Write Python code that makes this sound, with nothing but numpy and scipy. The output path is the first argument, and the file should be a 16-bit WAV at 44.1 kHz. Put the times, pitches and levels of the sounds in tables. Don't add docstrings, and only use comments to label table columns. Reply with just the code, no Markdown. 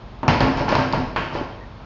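import sys
import numpy as np
from scipy import signal
from scipy.fft import rfft, irfft
from scipy.io import wavfile
from scipy.ndimage import uniform_filter1d

SR = 44100
rng = np.random.default_rng(int(sys.argv[2]) if len(sys.argv) > 2 else 0)


def int16_out(signal):
    q = np.round(np.clip(np.atleast_2d(signal).T, -1, 1) * 32767)
    wavfile.write(sys.argv[1], SR, q.astype(np.int16))


N = 81585
T = np.arange(N) / SR


def from_db(db):
    return 10 ** (np.asarray(db) / 20)


def at_hz(points, hz):
    f, value = np.transpose(points)
    return np.interp(np.log(np.maximum(hz, 1)), np.log(f), value)


def decay(t, t60):
    return (t >= 0) * np.exp(-np.log(1000) * np.maximum(t, 0) / t60)


def ring(onset, hz, t60):
    return np.sin(2 * np.pi * hz * (T - onset)) * decay(T - onset, t60)


def delayed(x, seconds):
    return np.concatenate([np.zeros(max(int(seconds * SR), 0)), x, np.zeros(N)])[:N]


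def noise_bands(spectrum, grain_db=1, grains_per_s=2500):
    edges = np.geomspace(28, 7600, 33)
    centres = np.sqrt(edges[1:] * edges[:-1])
    gains = from_db(at_hz(spectrum, centres)) * np.sqrt(np.diff(edges))
    grains = from_db(grain_db * rng.standard_normal(N))[(T * grains_per_s).astype(int)]
    white = rng.standard_normal((2, N)) * grains
    bands = []
    for k, gain in enumerate(gains / np.linalg.norm(gains)):
        sos = signal.butter(2, edges[k:k + 2], "band", fs=SR, output="sos")
        source = white[k % 2]
        band = signal.sosfilt(sos, np.concatenate([source[-SR // 10:], source]))[-N:]
        running_rms = np.sqrt(uniform_filter1d(band * band, size=3000) + 1e-20)
        bands.append((centres[k], gain * band / running_rms))
    return bands


# f/Hz, level/dB
AIR_SPECTRUM = [(25, -5.5), (50, -1), (75, -2), (115, 1.5), (160, -11.5), (200, -5), (320, -14.5),
                (600, -14.5), (1000, -15), (1800, -26.5), (3700, -30), (5500, -38.5), (7300, -65.5)]
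def ventilation(air_db=-38.5, hum_hz=48.1, hum_db=-40):
    air = sum(band for _, band in noise_bands(AIR_SPECTRUM, grain_db=0))
    return from_db(air_db) * air + from_db(hum_db) * np.sin(2 * np.pi * hum_hz * T)


def shelves_db(hz, bass_db, treble_db, bass_hz=278, treble_hz=1310):
    return bass_db / (1 + (hz / bass_hz) ** 4) + treble_db / (1 + (treble_hz / (hz + 1)) ** 4)


def crack(spectrum, bass_db=0, treble_db=0, size=4096):
    hz = np.arange(size // 2 + 1) * SR / size
    magnitude = from_db(at_hz(spectrum, hz) + shelves_db(hz, bass_db, treble_db))
    cepstrum = irfft(np.log(magnitude))
    pulse = irfft(np.exp(rfft(2 * cepstrum[:size // 2], size)))
    return np.pad(pulse / np.abs(pulse).max(), (0, N - size))


# f/Hz, T60/s
ROOM_T60 = [(50, 1), (130, .75), (300, 1), (800, 0.7), (2000, 0.84), (4500, 0.76), (7000, 1)]
def reverberation(events, spectrum, shudder_db=-14, room_db=0.5):
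    out = np.zeros(N)
    shudder = from_db(shudder_db) * decay(T, t60=0.081)
    for hz, noise in noise_bands(spectrum):
        tail = shudder + from_db(room_db) * decay(T, at_hz(ROOM_T60, hz))
        power = np.zeros(N)
        for onset, db, bass_db, treble_db, rise_s, *_ in events:
            gain = from_db(db + shelves_db(hz, bass_db, treble_db))
            power += (gain * delayed(tail * np.minimum(T / rise_s, 1), onset)) ** 2
        out += noise * np.sqrt(power)
    return out


def board_resonance(x, bandwidth_hz=14.3, lift_db=6.5):
    out = x.copy()
    for hz, _, _ in BOARD_MODES[3:]:
        resonator = signal.iirpeak(hz, hz / bandwidth_hz, fs=SR)
        out += (from_db(lift_db) - 1) * signal.lfilter(*resonator, x)
    return out * np.std(x) / np.std(out)


def impacts(events, spectrum, echo_s=0.0035, crack_echo_db=-5.5, knock_echo_db=-3.5):
    out = board_resonance(reverberation(events, spectrum))
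    for onset, _, bass_db, treble_db, _, crack_db, knock_db, knock_hz, *_ in events:
        pulse = from_db(crack_db) * crack(spectrum, bass_db, treble_db)
        knock = from_db(knock_db) * ring(0, knock_hz, t60=0.024)
        echo = from_db(crack_echo_db) * pulse + from_db(knock_echo_db) * knock
        out += delayed(pulse + knock, onset) + delayed(echo, onset + echo_s)
    return out


# t/s, tail level/dB, bass/dB, treble/dB, tail
# rise/s, # crack level/dB, knock level/dB, knock f/Hz
PUNCHES = [(0.2315, -21, -2.5, -12.5, 0.0007, -39.5, -12.5, 956),
           (0.682, -20.5, -6, 1, .002, -20, -12, 873), (0.7165, -19.5, -2, 0.5, 0.0021, -24, -13, 950),
           (0.7255, -26.5, -3.5, -9.5, .003, -12, -7.5, 607), (1.162, -23, -0.5, 7, 0.00083, -9, -15, 1070),
           (1.801, -43, 2, -7, .004, -61, -44, 950)]
# f/Hz, level/dB
PUNCH_SPECTRUM = [(35, 1.5), (110, 7), (260, 7), (430, -0.5), (700, 0.5), (1000, 3), (1400, 0),
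                  (2000, -7.5), (2900, -8.5), (3550, -29), (4500, -13), (5800, -47.5), (7300, -44)]
def punches():
    return impacts(PUNCHES, PUNCH_SPECTRUM)


# f/Hz, level/dB
SWIVEL_SPECTRUM = [(500, -25), (2500, -1), (3500, -3.5), (4600, 8), (5400, -4), (6200, -17.5), (7200, -21)]
# t/s, level/dB
CLICKS = [(0.28, -5), (0.4054, -11), (0.572, -20), (0.691, -22), (0.753, -12.5), (0.926, -13.5),
          (1.163, -29)]
def swivel_clicks(metal_noise, snap_db=-9, room_db=-28):
    snap = from_db(snap_db) * decay(T, t60=0.006)
    room = from_db(room_db) * decay(T, at_hz(ROOM_T60, 4600))
    pulse = 0.5 * crack(SWIVEL_SPECTRUM)
    return sum(from_db(db) * (delayed(pulse, onset) + metal_noise * delayed(snap + room, onset))
               for onset, db in CLICKS)


# t/s, tail and thump level/dB, bass/dB, treble/dB, tail rise/s,
# crack level/dB, knock level/dB, knock f/Hz, board ring level/dB
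REBOUNDS = [(0.281, -15.5, 6.5, 3, 0.00046, -11.5, -6, 870, -26),
            (0.406, -15.5, 3.5, -1.5, 0.0015, -20, -33, 1000, -22),
            (0.571, -24.5, 0, 1, .008, -39, -35.5, 480, -28),
            (0.607, -21, 1, -18, 0.0014, -32, -24, 560, -26.5),
            (0.752, -23, 4.5, 1.5, .001, -18.5, -7, 1028, -28.5),
            (0.786, -23, -2, 0, 0.0045, -32, -35, 910, -20),
            (0.9349, -21.5, 4, -2.5, .003, -21, -12.5, 980, -29.5),
            (0.975, -34.5, 15, -7, .008, -57, -12.5, 205, -36),
            (1.326, -31.5, 2, -17, 0.0037, -24.5, -24, 930, -38.5),
            (1.352, -26, -7, -4, 0.0041, -20, -16.5, 420, -30.5),
            (1.412, -32, -3.5, -15, .004, -49, -13.5, 366, -39.5)]
# f/Hz, level/dB
REBOUND_SPECTRUM = [(35, 1.5), (70, -4.5), (105, 4.5), (165, -2.5), (230, 2), (330, -6), (480, -1.5),
                    (650, -2), (950, 1), (1250, -6.5), (2000, -9.5), (2800, -11.5), (3600, -22.5),
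                    (4900, -23), (6000, -44), (7300, -45.5)]
def rebounds():
    return impacts(REBOUNDS, REBOUND_SPECTRUM)


# f/Hz, level/dB, T60/s
BOARD_MODES = [(105.5, -1.5, 0.2), (135.5, -2, 0.35), (260.8, -2.5, 0.63), (343.3, -12.5, 0.88),
               (439.6, -12.5, .6), (580, -10.5, 0.7), (637.8, -7, 0.38), (729, -24, .7), (862.4, -16, 0.17),
               (906, -2.5, 0.3), (976, -10, 0.17), (1087.4, -15, 0.82), (1385, -16.5, 1),
               (1588, -36.5, 0.24), (1728, -22, 0.2)]
def board(contact_s=0.0021, scatter_db=3):
    out = np.zeros(N)
    for onset, db, bass_db, *_, ring_db in REBOUNDS:
        out -= from_db(db + bass_db) * ring(onset + contact_s, hz=140, t60=0.12)
        for hz, mode_db, t60 in BOARD_MODES:
            out += from_db(ring_db + mode_db + scatter_db * rng.normal()) * ring(onset, hz, t60)
    return out


# t/s, level/dB, f/Hz
DRONES = [(0.425, -15, 264.4), (0.95, -23, 256)]
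def frame_drone(rise_s=0.071, t60=0.33):
    out = np.zeros(N)
    for onset, db, hz in DRONES:
        t = T - onset
        envelope = np.clip(t / rise_s, 0, 1) * decay(np.maximum(t - rise_s, 0), t60)
        out += from_db(db) * envelope * np.sin(2 * np.pi * hz * t)
    return out


# t/s, level/dB
RATTLES = [(0.565, -44.5), (0.68, -35.5), (1.325, -42)]
def swivel_rattles(metal_noise, rise_s=0.023, t60=0.6):
    envelope = np.minimum(T / rise_s, 1) * decay(T, t60)
    return metal_noise * sum(from_db(db) * delayed(envelope, onset) for onset, db in RATTLES)


# peak t/s, f/Hz, level/dB
SQUEAKS = [(1.389, 3026, -44), (1.535, 3150, -51), (1.632, 1884, -46)]
def swivel_squeaks(half_width_s=0.021, bandwidth_hz=150):
    out = np.zeros(N)
    for peak_s, hz, db in SQUEAKS:
        edges = [hz - bandwidth_hz / 2, hz + bandwidth_hz / 2]
        sos = signal.butter(2, edges, "band", fs=SR, output="sos")
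        rub = signal.sosfilt(sos, rng.standard_normal(N))
        rub /= np.sqrt(np.mean(rub ** 2))
        out += from_db(db) * rub * np.exp(-((T - peak_s) / half_width_s) ** 2)
    return out


def scene():
    bag = punches() + rebounds()
    platform = board() + frame_drone()
    metal_noise = sum(band for _, band in noise_bands(SWIVEL_SPECTRUM))
    swivel = swivel_clicks(metal_noise) + swivel_rattles(metal_noise) + swivel_squeaks()
    return (bag + platform + swivel + ventilation())[None]


def record(dry, low_hz=16, high_hz=7200, ceiling=1.2):
    highpass = signal.butter(2, low_hz, "high", fs=SR, output="sos")
    lowpass = signal.ellip(10, 0.2, 70, high_hz, fs=SR, output="sos")
    rounded = ceiling * np.tanh(signal.sosfilt(highpass, dry) / ceiling)
    return signal.sosfilt(lowpass, rounded)


dry = scene()
out = record(dry)
int16_out(out)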